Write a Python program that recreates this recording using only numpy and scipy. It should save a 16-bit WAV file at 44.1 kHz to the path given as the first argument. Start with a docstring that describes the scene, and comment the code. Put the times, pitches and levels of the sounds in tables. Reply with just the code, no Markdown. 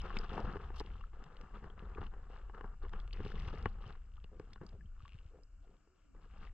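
"""On a river, a wet fishing net is hauled into a wooden boat, heard by a waterproof camera just above the water.
Net: grainy noise gated by jerks rubs with each pull; struck case modes knock dully; noise bursts snap and flick spray.
Water: crowds of decaying sines are the bubbles that churn, crackle, gurgle, drip and drain.
Boat and air: a taut line creaks in a train of rasps, low swings bump the hull, a hollow note wanders.
The moving camera rumbles in low noise over a very quiet bank; the air in its case colours everything."""
import sys
import numpy as np
from scipy import signal
from scipy.fft import rfft, irfft, next_fast_len
from scipy.io import wavfile
from scipy.ndimage import uniform_filter1d

SR = 44100
rng = np.random.default_rng(int(sys.argv[2]) if len(sys.argv) > 2 else 0)


def inscribe(sig):
    """Save sig as 16-bit PCM at rate SR to the path in sys.argv[1].

    A 1-D sig is mono; a 2-D sig holds one channel per row.
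    Samples are clipped to [-1, 1] before scaling.
    """
    pcm = np.round(np.clip(np.atleast_2d(sig).T, -1, 1) * 32767)
    wavfile.write(sys.argv[1], SR, pcm.astype(np.int16))


N = 287973
T = np.arange(N) / SR
TOP_HZ = 8300  # above this the treble is faint

# All source levels are relative, ahead of the ports and the case.
# Sway of the camera. Each row: time in seconds, rumble level in dB.
SWAY = [(0.0, -36), (0.14, -43), (0.95, -41.5), (1.28, -52), (1.98, -44), (2.25, -49), (2.7, -46.5),
        (2.95, -42.5), (3.7, -39.5), (3.88, -48), (5.27, -53), (5.4, -57), (5.68, -59), (5.91, -75),
        (6.2, -55.5), (6.53, -44)]


def undb(db):
    """Decibels to gain."""
    return 10 ** (np.asarray(db) / 20)


def curves(table):
    """Each column of a table, joined by straight lines in time."""
    s, *columns = np.transpose(table)
    return [np.interp(T, s, c) for c in columns]


def across(table, freqs):
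    """Each column of a table, joined by straight lines in log frequency."""
    hz, *columns = np.transpose(table)
    log_freqs = np.log(np.maximum(freqs, 1))
    log_hz = np.log(np.maximum(hz, 1))
    return [np.interp(log_freqs, log_hz, c) for c in columns]


def shaped(x, response):
    """Filter by a response given as a function of frequency."""
    size = next_fast_len(N + SR // 10)
    return irfft(rfft(x, size) * response(np.fft.rfftfreq(size, 1 / SR)), size)[..., :N]


def colour(x, table):
    """Filter by the gains of a (Hz, dB) table."""
    return shaped(x, lambda f: undb(across(table, f)[0]))


def band(x, lo_hz, hi_hz, order=3):
    """Causal Butterworth band-pass."""
    edges_hz = [lo_hz, min(hi_hz, SR / 2 - 1)]
    return signal.sosfilt(signal.butter(order, edges_hz, "band", fs=SR, output="sos"), x)


def unit(x):
    """Scale to rms 1."""
    return x / np.sqrt(np.mean(x ** 2))


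def peak(x):
    """Scale to peak 1."""
    return x / np.abs(x).max()


def fade(t, t60_s):
    """Exponential decay of 60 dB in t60_s."""
    return np.exp(-np.log(1000) * t / max(t60_s, 1 / SR))


def add(out, s, x):
    """Mix a short sound in at s seconds."""
    i = max(int(s * SR), 0)
    out[i:i + len(x)] += x[:max(N - i, 0)]


def walk(rate_hz):
    """Random levels, rate_hz new ones a second, joined by ramps; rms 1."""
    k = int(SR / rate_hz)
    held = np.repeat(rng.standard_normal(N // k + 1), k)
    return unit(uniform_filter1d(held, k)[:N])


def slips(rate_hz, spread_db):
    """Two unrelated streams of tiny clicks at random times, their sizes spread exponentially in dB."""
    chance = rng.random((2, N))
    size = np.minimum(rng.exponential(size=(2, N)), 4)
    sign = rng.choice([-1, 1], (2, N))
    return unit((chance < rate_hz / SR) * undb(spread_db * size) * sign)


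def ports(shared, apart=None):
    """Two microphone ports differ in level and phase; a spread-out source reaches them less alike in the treble."""
    # Each row: frequency in Hz, left minus right in dB, left lead in rad, likeness 0-1.
    port_rows = [(60, 1.8, 0, .98), (300, 1.6, -.12, .95), (520, 2.2, -.15, .92), (780, 4.2, .2, .88),
                 (1300, 3.4, -.25, .88), (1900, 6, 0, .85), (2800, 8.5, -.65, .8), (3600, 5, -.6, .65),
                 (4700, -4, -2.1, .55), (6000, 1.5, -2.3, .4), (8000, 2.5, -.6, .2)]

    def ear(f, side):
        balance_db, lead_rad, _ = across(port_rows, f)
        return undb(side * balance_db / 2) * np.exp(1j * lead_rad * min(side, 0))

    def likeness(f):
        return np.clip(across(port_rows, f)[2], 0, 1)

    if apart is None:
        return np.array([shaped(shared, lambda f: ear(f, side)) for side in (1, -1)])
    shared = shaped(shared, lambda f: np.sqrt((1 + likeness(f)) / 2))
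    apart = shaped(apart, lambda f: np.sqrt((1 - likeness(f)) / 2))
    return np.array([shaped(shared + side * apart, lambda f: ear(f, side)) for side in (1, -1)])


def bubble(t, hz, t60_s, rise):
    """A trapped air bubble rings and rises in pitch as it nears the surface."""
    glide = 1 + rise * np.minimum(t / t60_s, 1)
    return np.sin(2 * np.pi * np.cumsum(hz * glide) / SR) * fade(t, t60_s)


def bank(hush_db=-80.5, hiss_db=-96):
    """A faint, slightly wavering noise hush with a thin high hiss above it."""
    # Each row: frequency in Hz, relative gain in dB.
    bank_colour = [(35, -28), (60, 6.5), (124, -10), (532, -15.5), (616, -8.5), (820, -23.5), (1390, -10.5),
                   (2000, -30.5), (2380, -18.5), (2530, -27.5), (2810, -19.5), (3390, -38.5), (4600, -28.5),
                   (5900, -30), (7310, -26), (8630, -37.5), (11200, -43.5), (19000, -120)]
    hush = colour(rng.standard_normal((2, N)) * undb(0.6 * walk(rate_hz=10)), bank_colour)
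    hush *= undb(hush_db) / band(hush, 300, 9000).std()
    hiss = unit(band(rng.standard_normal((2, N)), 6950, 7950, order=4))
    return ports(*hush) + undb(hiss_db) * hiss


def rumble():
    """The swaying camera flexes its case: deep, lumpy noise from one signal at both ports."""
    lumps = rng.standard_normal(N) * undb(1.0 * walk(rate_hz=8.5))
    deep = colour(lumps, [(8, -15.5), (20, 8.0), (40, 2.5), (55, -1.5), (80, -8.0), (110, -21.0),
                          (160, -28.5), (300, -70.5), (600, -100)])
    return ports(unit(deep) * undb(curves(SWAY)[0]))


def hollow(width_hz=14):
    """A narrow resonance of the air between camera and water glides up and down, fluttering apart at each port."""
    # Each row: time in seconds, pitch in Hz, level in dB.
    note_rows = [(4.6, 301, -100), (4.85, 340, -78), (4.95, 261.7, -86), (5.13, 367, -86.5),
                 (5.46, 265, -84), (5.53, 316, -93), (5.58, 233.3, -79.5), (5.68, 396.5, -84),
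                 (5.8, 287, -83), (5.92, 379, -82), (6.03, 308, -81), (6.13, 250, -68.5), (6.26, 344, -83),
                 (6.5, 303, -81)]
    hz, db = curves(note_rows)
    lowpass = signal.butter(2, width_hz, fs=SR, output="sos")
    flutter = signal.sosfilt(lowpass, rng.standard_normal((2, 2, N)))
    carrier = np.exp(2j * np.pi * np.cumsum(hz) / SR)
    note = np.real((flutter[0] + 1j * flutter[1]) * carrier)
    return unit(note) * undb(db)


def bumps(t60_s=0.031):
    """A soft shove on the hull: one low swing that is damped almost at once."""
    # Each row: time in seconds, peak in dB, pitch in Hz.
    bump_rows = [(0.439, -30.5, 54.7), (1.998, -34.5, 72), (3.2, -36, 84), (3.412, -36.5, 72),
                 (3.475, -34.5, 71.4), (3.862, -43, 106), (4.74, -44.5, 85), (4.846, -45.5, 91),
                 (5.031, -45, 85), (5.147, -44, 98), (5.254, -45, 70)]
    out, t = np.zeros(N), T[:SR // 10]
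    for s, db, hz in bump_rows:
        swing = t * np.sin(2 * np.pi * hz * t) * fade(t, t60_s)
        add(out, s, -undb(db) * peak(swing))
    return ports(out)


def gurgles(spread_octaves=0.42, count=14):
    """A slop of water traps a cluster of large, short-lived bubbles that swells and dies away."""
    # Each row: start in seconds, length in seconds, level in dB, centre pitch in Hz.
    gurgle_rows = [(0.316, 0.14, -50.5, 657), (4.305, 0.082, -64, 443), (4.711, 0.07, -65, 485),
                   (4.757, 0.13, -66.5, 186), (5.299, .14, -68, 477), (5.612, 0.17, -74, 520)]
    out, t = np.zeros(N), T[:SR // 10]
    for (s, length_s, db, hz), chance in zip(gurgle_rows, rng.random((len(gurgle_rows), count, 3))):
        cluster = np.zeros(SR // 3)
        for k, (when, size, strength) in enumerate(chance):
            place = (k + when) / count
            pitch_hz = hz * 2 ** (spread_octaves * (2 * size - 1))
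            pop = bubble(t, pitch_hz, 12 / pitch_hz, rise=0.1)
            add(cluster, place * length_s, np.sin(np.pi * place) * (0.5 + strength) * pop)
        add(out, s, undb(db) * cluster / np.linalg.norm(cluster) * np.sqrt(length_s * SR))
    return ports(out)


def wash(flow, lowest_hz=380, octaves=3.46, t60_cycles=13, spread_db=-4.0, tilt_db=-10.0, level_db=-6,
         count=1300):
    """Water churned by the mesh: a crowd of short-lived bubbles of all sizes, weaker by the tilt per octave up."""
    out, t = np.zeros(N), T[:SR // 25]
    for when, size, strength in rng.random((count, 3)):
        hz = lowest_hz * 2 ** (octaves * size)
        db = spread_db * min(-np.log(1 - strength), 3) + tilt_db * octaves * size
        add(out, when * N / SR, undb(db) * bubble(t, hz, t60_cycles / hz, rise=0.45))
    return ports(unit(out) * flow * undb(level_db))


def trickle(shake, lowest_hz=900, octaves=7.4, t60_cycles=22, level_db=-64, spread_db=2.0, count=150):
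    """The raised mesh keeps shedding small drops, more loudly when it is shaken."""
    out, t = np.zeros(N), T[:SR // 16]
    for when, size, strength in rng.random((count, 3)):
        hz = lowest_hz * 2 ** (octaves * size)  # beyond SR / 2 it folds back, very faint and brief
        loudness = undb(spread_db * min(-np.log(1 - strength), 3)) * lowest_hz / hz
        drop = bubble(t, hz, t60_cycles / hz, rise=0.13) * (1 - fade(t, 5 / hz))
        add(out, when * N / SR, loudness * drop)
    shake_db = 20 * np.log10(shake)
    return ports(out * undb(level_db + 0.55 * (shake_db - shake_db.mean())))


def drain(lowest_hz=1000, octaves=2.1, t60_cycles=16, spread_db=12, tilt_db=-1.0, count=130):
    """Fine droplets patter from the lifted net onto the river, each a tiny, quickly damped bubble."""
    # Each row: time in seconds, level of the strongest droplets in dB.
    drain_rows = [(3.9, -84), (4.15, -54), (4.3, -69), (4.55, -60), (4.75, -75), (4.919, -60.5), (5.1, -55),
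                  (5.25, -62), (5.45, -85)]
    out, t = np.zeros(N), T[:SR // 30]
    times, levels_db = np.transpose(drain_rows)
    for when, size, strength in rng.random((count, 3)):
        s = times[0] + when * (times[-1] - times[0])
        hz = lowest_hz * 2 ** (octaves * size)
        db = np.interp(s, times, levels_db) - spread_db * strength + tilt_db * octaves * size
        add(out, s, undb(db) * bubble(t, hz, t60_cycles / hz, rise=0.15))
    return ports(out)


def drops(splat_t60_s=0.014, wet_db=8):
    """Water off the net: a brief noise splat and a tiny bubble that bursts at once; the row at 3.657 s instead
    gives the hard knock there its bright click."""
    # Each row: time in seconds, peak in dB, pitch in Hz, relative splat in dB (wet_db is added).
    drop_rows = [(0.169, -32, 2560, -9), (0.188, -39, 4860, -19), (0.294, -46, 3200, -4),
                 (0.7836, -56, 4200, 22), (0.798, -39.5, 3850, 8), (0.8622, -51, 2950, -5),
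                 (1.3686, -51.5, 2880, -6), (1.7925, -50, 2630, 4), (1.9493, -51, 2450, -16),
                 (2.066, -49.5, 2970, -9), (2.882, -60, 2600, 21), (2.933, -52, 3100, -8),
                 (3.0004, -52.5, 3380, -9), (3.13, -40.5, 3030, -11), (3.477, -48, 2440, 8),
                 (3.6573, -34, 1970, -7.5), (3.925, -56, 2930, 7), (4.2409, -56, 3200, 2),
                 (4.534, -49.5, 4270, -4), (4.6658, -53, 4700, -11), (4.691, -57.5, 3700, 15),
                 (5.1878, -55.5, 2820, -21)]
    out, t = np.zeros(N), T[:SR // 10]
    for (s, db, hz, splat_db), noise in zip(drop_rows, rng.standard_normal((len(drop_rows), len(t)))):
        splat = peak(band(noise * fade(t, splat_t60_s), hz * 0.72, hz * 1.396))
        ring = bubble(t, hz, 0.032, rise=0.06) * fade(t, 0.025)  # bursting damps it further
        add(out, s, undb(db) * peak(ring + undb(splat_db + wet_db) * splat))
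    return ports(out)


def ringing_bubbles(plop_db=-7, plop_t60_s=0.0037):
    """Some bubbles ring on clearly after a soft noise plop."""
    # Each row: time in seconds, level in dB, pitch in Hz, t60 in seconds.
    bubble_rows = [(0.002, -43, 2910, 0.021), (0.017, -47, 4980, 0.01), (1.01, -45, 1070, 0.018),
                   (1.011, -55.5, 2730, 0.027), (1.039, -43.5, 1270, 0.02), (1.7, -52.5, 3120, 0.021),
                   (3.109, -47.5, 2520, 0.009), (3.133, -41.5, 4400, 0.01), (3.318, -40.5, 1380, 0.013),
                   (3.863, -50.5, 2930, 0.023), (4.179, -47.5, 1200, 0.022), (4.242, -46, 2680, 0.013),
                   (4.534, -62.5, 3400, 0.056), (4.578, -55, 1423, 0.03), (4.808, -51.5, 1626, 0.022),
                   (4.857, -66, 3040, 0.031), (5.004, -53.5, 1215, 0.029), (5.053, -52, 1104, 0.072),
                   (5.345, -52, 477, 0.04), (5.434, -60, 4800, 0.016), (6.432, -48, 1490, 0.011)]
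    out, t = np.zeros(N), T[:SR // 10]
    for (s, db, hz, t60_s), noise in zip(bubble_rows, rng.standard_normal((len(bubble_rows), len(t)))):
        plop = peak(band(noise * fade(t, plop_t60_s), hz * 0.8, hz * 1.29))
        ring = bubble(t, hz, t60_s, rise=0.2) * (1 - fade(t, 0.0069))
        add(out, s, undb(db) * (ring + undb(plop_db) * plop))
    return ports(out)


def spray():
    """Brief bright puffs of tiny droplets flicked off the mesh."""
    # Each row: start in seconds, length in seconds, level in dB.
    spray_rows = [(0.145, 0.022, -69), (0.196, 0.034, -70), (0.383, 0.029, -74), (0.752, 0.027, -63),
                  (0.772, 0.031, -61), (0.793, 0.021, -58), (3.228, 0.13, -73.5), (3.377, 0.11, -76)]
    # Each row: frequency in Hz, relative gain in dB.
    spray_colour = [(1500, -32), (3000, 12.5), (5500, 5.5), (8000, -9), (11000, 6), (13000, -8.5),
                    (16000, -14)]
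    puffs = np.zeros(N)
    for s, length_s, db in spray_rows:
        add(puffs, s, undb(db) * np.hanning(int(length_s * SR)))
    droplets = unit(colour(slips(rate_hz=6000, spread_db=-4), spray_colour))
    return ports(*(droplets * puffs))


def creak(slip_rate_hz=92, swish_db=-27, edge_db=-9, size_db=3, rasp_t60_s=0.0046, count=40):
    """A taut wet strand sticks and slips over the boat's edge: a quick, uneven train of rasps in a thin swish."""
    # Each row: time in seconds, level in dB.
    creak_rows = [(4.98, -62), (5.04, -56), (5.12, -51), (5.16, -59), (5.21, -62), (5.27, -60), (5.33, -80)]
    start_s, end_s = creak_rows[0][0], creak_rows[-1][0]
    gap, size = rng.standard_normal((count, 2)).T
    times = start_s + np.cumsum(np.exp(0.35 * gap)) / slip_rate_hz
    grip, t = np.zeros(N), T[:SR // 50]
    for s, db in zip(times, size_db * np.clip(size, -2, 1)):
        add(grip, s, undb(db) * fade(t, rasp_t60_s))
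    noise = grip * rng.standard_normal(N)
    rasps = band(noise, 2300, 3040, order=2) + undb(edge_db) * band(noise, 1300, 4400)
    swish = unit(band(rng.standard_normal(N), 2400, 3200, order=2)) * (T > start_s) * (T < end_s)
    return ports((peak(rasps) + undb(swish_db) * swish) * undb(curves(creak_rows)[0]))


def snaps(snap_t60_s=0.013, edge_db=-22):
    """A wet strand lets go with one dry, very short tick of noise."""
    # Each row: time in seconds, peak in dB.
    snap_rows = [(0.0623, -50), (0.3506, -53), (0.366, -59), (0.381, -51), (0.557, -53), (0.618, -58),
                 (0.966, -60), (1.24, -49), (1.412, -53), (2.894, -52), (3.077, -50.5), (3.2516, -56),
                 (3.399, -47.5), (3.421, -54), (3.485, -47.5), (3.6263, -49), (4.397, -52.5),
                 (4.5324, -49.5), (5.0797, -51.5), (5.19, -68)]
    out, t = np.zeros(N), T[:SR // 40]
    for (s, db), noise in zip(snap_rows, rng.standard_normal((len(snap_rows), len(t)))):
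        burst = noise * fade(t, snap_t60_s)
        tick = band(burst, 790, 4200) + undb(edge_db) * band(burst, 5400, 22000, order=2)
        add(out, s, undb(db) * peak(tick))
    return ports(out)


def crackle(sizzle_level, lowest_hz=1900, octaves=1.35, t60_cycles=8, spread_db=15, tilt_db=-4, level_db=-5,
            lean=1.2, count=1700):
    """Water films between the meshes burst under the pull: a crowd of ticks, each with its own pitch and place."""
    out, aside, t = np.zeros(N), np.zeros(N), T[:SR // 100]
    for k, (when, size, strength, place) in enumerate(rng.random((count, 4))):
        s = (k + 2 * when) / count * N / SR
        hz = lowest_hz * 2 ** (octaves * size)
        t60_s = t60_cycles / hz
        db = spread_db * strength ** 2 + tilt_db * octaves * size
        tick = undb(db) * bubble(t, hz, t60_s, rise=0) * (1 - fade(t, t60_s))
        add(out, s, tick)
        add(aside, s, tick * lean * (2 * place - 1))
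    return ports(*(np.array([out, aside]) / out.std() * sizzle_level * undb(level_db)))


def knocks(reach_octaves=1.0, gain_db=-1, chatter_db=-13.5, chatter_s=0.0041, unlike_db=-2, wall_lag_s=0.0011):
    """A blow clicks, rings the case and thuds; the contact chatters on, and the wall carries it unevenly to the ports."""
    # Each row: time in seconds, level in dB, body pitch in Hz, thud and click in dB relative to the body.
    knock_rows = [(0.1045, -49, 900, -20, 14), (0.168, -47.5, 470, 14.5, 0),
                  (0.3796, -26.5, 770, -10, -11.5), (0.394, -31.5, 770, -4, -33),
                  (0.4472, -35, 600, -15, -17), (0.5577, -31, 454, -12, -14), (0.568, -38, 530, -3, 1),
                  (0.7038, -39, 600, -20, -7), (0.8041, -33, 726, -13, -13), (0.8111, -32.5, 550, -24, -21),
                  (1.134, -55.5, 746, -7, -1), (1.6422, -42.5, 550, -0.5, 0.5), (1.983, -33, 490, -10, -26),
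                  (2.0158, -36, 546, -5.5, -11), (2.0293, -38, 910, -6.5, -7), (2.1381, -49, 580, -11, 3),
                  (2.3631, -58.5, 920, -5, 13), (2.4976, -43, 900, -24, -5), (2.5471, -43.5, 590, -4, 1),
                  (2.61, -40.5, 510, -17, 4), (2.6435, -37.5, 670, -2, -12),
                  (2.8504, -41, 396, -12.5, -1.5), (2.936, -39.5, 660, -6, 3), (3.194, -42, 397, 3, -8),
                  (3.204, -34, 370, -15, -6.5), (3.2499, -39, 443, 6.5, -4.5), (3.262, -34, 375, -2.5, -10),
                  (3.341, -40, 380, 3.5, -18), (3.48, -44, 487, -4, 0), (3.658, -24, 624, -3, 0),
                  (3.905, -46, 567, -11, 3), (3.9528, -69, 890, -6, 20), (4.2431, -48.5, 440, 0, -7),
                  (4.3984, -34.5, 363, -6, -12), (4.5594, -51.5, 507, 1.5, 7),
                  (4.6141, -39.5, 425, 0.5, -14), (5.874, -60, 477, -25, -16), (6.149, -51, 433, -3, -18)]
    # Modes of the case. 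Each row: frequency in Hz, t60 in seconds, level in dB.
    case_modes = [(105, 0.049, 0.5), (142.7, 0.024, 5), (192, 0.027, 1.5), (347, 0.021, -2.5),
                  (431, 0.015, 12.5), (873, 0.0084, 12), (1100, 0.015, 7.5), (1400, 0.015, 2.5),
                  (1550, 0.015, -3), (2903, 0.027, -13), (3470, 0.0037, -21)]
    out, t = np.zeros(N), T[:SR // 8]
    hz, t60_s, mode_db = np.transpose(case_modes)
    modes = np.array([undb(g) * np.sin(2 * np.pi * f * t) * fade(t, d) for f, d, g in zip(hz, t60_s, mode_db)])
    modes *= 1 - np.exp(-2 * hz[:, None] * t)  # low modes take longer to build up
    low, high = hz < 300, hz > 1000
    thud, click = peak(low @ modes), peak(high @ modes)
    grits = rng.standard_normal((len(knock_rows), len(t)))
    for (s, db, pitch_hz, thud_db, click_db), grit in zip(knock_rows, grits):
        nearness = 1 / (1 + (np.log2(hz / pitch_hz) / reach_octaves) ** 2)
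        body = peak((~low & ~high) * nearness @ modes)
        ring = body + undb(thud_db) * thud + undb(click_db) * click
        chatter = grit ** 3 * t * np.exp(-t / chatter_s)
        push = undb(chatter_db) * chatter / np.linalg.norm(chatter)
        push[0] += 1  # the blow itself
        add(out, s, undb(db + gain_db) * signal.fftconvolve(push, ring)[:len(t)])
    return ports(out, undb(unlike_db) * np.roll(out, int(wall_lag_s * SR)))


def pulls(attack_s=0.013):
    """Scrape, drag and sizzle levels: each pull swells, holds and dies away; the slack mesh sways along."""
    # Each row: start, length and release t60 in seconds, scrape, low drag and wet sizzle levels in dB.
    pull_rows = [(0.01, 0.23, 0.58, -52, -60.5, -61.5), (0.057, 0.058, .2, -52, -60, -60.5),
                 (0.303, 0.016, 0.22, -51, -51.5, -58.5), (0.33, 0.069, 0.24, -49, -53.5, -59.5),
                 (0.443, 0.085, 0.47, -50, -54.5, -65.5), (0.6, 0.045, 0.49, -52.5, -60, -65.5),
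                 (0.746, 0.068, 0.22, -60.5, -70, -66.5), (0.848, 0.17, 0.36, -65, -67, -71.5),
                 (1.14, 0.35, 0.84, -62, -66, -75), (1.548, 0.025, 0.28, -56.5, -56.5, -68),
                 (1.633, 0.03, 0.38, -55.5, -56, -74.5), (1.777, 0.22, 0.12, -58.5, -63.5, -75),
                 (1.984, 0.006, 0.044, -47, -68, -78), (2.016, 0.021, 0.19, -53.5, -57, -63.5),
                 (2.12, 0.14, 0.24, -62.5, -69, -81), (2.3, 0.054, 0.86, -59, -69, -70),
                 (2.546, 0.045, 0.14, -56, -73, -76), (2.641, 0.032, 0.11, -55.5, -62, -79),
                 (2.695, 0.047, 0.033, -63, -68, -104), (2.827, 0.017, 0.18, -54, -80, -69),
                 (2.927, 0.024, 0.58, -54, -58.5, -68.5), (3.139, 0.04, 0.22, -61.5, -63, -64),
                 (3.19, 0.065, 0.24, -61, -54, -65.5), (3.246, 0.073, .2, -57, -58, -59.5),
                 (3.358, 0.09, 0.31, -55.5, -51, -59.5), (3.482, 0.013, .15, -50, -55, -57.5),
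                 (3.531, 0.063, 0.6, -53, -50.5, -61.5), (3.697, 0.12, 0.41, -68, -68.5, -81.5),
                 (3.81, 0.086, 0.52, -60.5, -67.5, -67.5), (4.34, 0.18, .28, -71, -67.5, -82),
                 (4.618, 0.01, 0.18, -55.5, -49.5, -76.5), (4.669, 0.056, 0.24, -71, -64.5, -79.5),
                 (4.955, 0.42, 0.15, -76.5, -78, -89), (5.626, 0.13, .5, -80.5, -75.5, -84.5),
                 (5.956, .09, 0.22, -82.5, -86, -84), (6.148, 0.045, .2, -69.5, -68.5, -88),
                 (6.215, 0.046, 0.23, -66.5, -66.5, -76), (6.305, 0.1, 0.26, -69.5, -71, -74.5),
                 (6.365, 0.044, 0.22, -61, -63.5, -73.5), (6.427, 0.049, 0.11, -62, -69, -66)]
    # Slack mesh: scrape, drag and sizzle in dB relative to the sway.
    slack_db = (-33, -29.5, -40.5)
    power = (undb(slack_db)[:, None] * undb(curves(SWAY)[0])) ** 2
    t = T[:SR] - attack_s
    for s, length_s, release_t60_s, *levels_db in pull_rows:
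        effort = np.clip(1 + t / attack_s, 0, 1) * fade(np.maximum(t - length_s, 0), release_t60_s)
        for layer, db in zip(power, levels_db):
            add(layer, s - attack_s, (undb(db) * effort) ** 2)
    return np.sqrt(power)


def jerks(spread_db, count):
    """An uneven train of single jerks of unequal strength."""
    when, size = rng.random((count, 2)).T
    places = (np.arange(count) + 2 * when) / (count + 2)
    train = np.zeros(N)
    train[(places * N).astype(int)] = undb(spread_db * size ** 2)
    return train


def rubbing(scrape_level, drag_level, sizzle_level, low_hz=300, high_hz=1850, drag_gain_db=-2,
            scrape_gain_db=-2.5, sizzle_gain_db=-6.5, slip_t60_s=0.061, slide_db=-3, tug_db=-4):
    """Wet strands catch and slip in jerks: each tugs at the case and sheds low drag, grainy scrape and sizzle."""
    # Each row: frequency in Hz, relative gain in dB.
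    rub_colour = [(100, 9.5), (160, 1), (210, -3.5), (280, -19), (360, -4), (450, -7.5), (610, -12.5),
                  (780, -10), (980, -11), (1200, -4.5), (1550, -12), (2300, -23), (2850, -19), (3600, -30),
                  (4400, -34.5), (8000, -51), (11000, -62.5)]

    def below(f, hz):
        return 1 / np.sqrt(1 + (f / hz) ** 12)

    def grains(lo_hz, hi_hz, spread_db, jerkiness):
        clicks = slips(rate_hz=3000, spread_db=spread_db) * catch ** jerkiness * undb(1.2 * walk(rate_hz=120))
        split = colour(clicks, rub_colour)
        return unit(shaped(split, lambda f: below(f, hi_hz) * (1 - below(f, lo_hz))))

    train = jerks(spread_db=21.0, count=640)
    slipping = unit(signal.fftconvolve(train, fade(T[:SR // 10], slip_t60_s))[:N])
    catch = unit(undb(slide_db) + slipping)  # a steady slide under the jerks
    tugs = unit(band(train, 77, 250, order=2))
    low_grains = grains(110, low_hz, spread_db=1.0, jerkiness=0.9)
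    drag = (low_grains * undb(drag_gain_db) + tugs * undb(tug_db)) * drag_level
    scrape = grains(low_hz, high_hz, spread_db=-0.5, jerkiness=0.76) * scrape_level * undb(scrape_gain_db)
    sizzle = grains(high_hz, TOP_HZ, spread_db=0.0, jerkiness=0.55) * sizzle_level * undb(sizzle_gain_db)
    return ports(*(drag + scrape + sizzle))


def scene():
    """All sources at the two ports."""
    scrape, drag, sizzle = pulls()
    net = rubbing(scrape, drag, sizzle) + snaps() + creak()
    water = drops() + ringing_bubbles() + gurgles() + wash(scrape) + spray()
    water += trickle(scrape) + crackle(sizzle) + drain()
    return net + water + knocks() + bumps() + rumble() + hollow() + bank()


def record(dry, faint_treble_db=-14, limit_hz=15500):
    """The air cavity of the case colours everything; the sound is dull, with faint high treble."""
    # Resonances and dips of the trapped air. Each row: centre in Hz, width in Hz, gain in dB.
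    cavity_rows = [(204.3, 16, 6), (413, 14, 2), (606, 73, -7.5), (794.5, 14, 3.5), (1735, 83, 3),
                   (2410, 170, -4), (2750, 55, 4), (4380, 23, 4.5), (5050, 80, 1.5), (5080, 240, 5),
                   (5760, 120, 7)]

    def cavity(f):
        return undb(sum(db / (1 + (2 * (f - hz) / width_hz) ** 2) for hz, width_hz, db in cavity_rows))

    boxed = shaped(dry, cavity)
    dulled = colour(boxed, [(TOP_HZ, 0), (TOP_HZ + 400, faint_treble_db)])
    return signal.sosfilt(signal.ellip(6, 0.3, 60, limit_hz, fs=SR, output="sos"), dulled)


dry = scene()
out = record(dry)
inscribe(out)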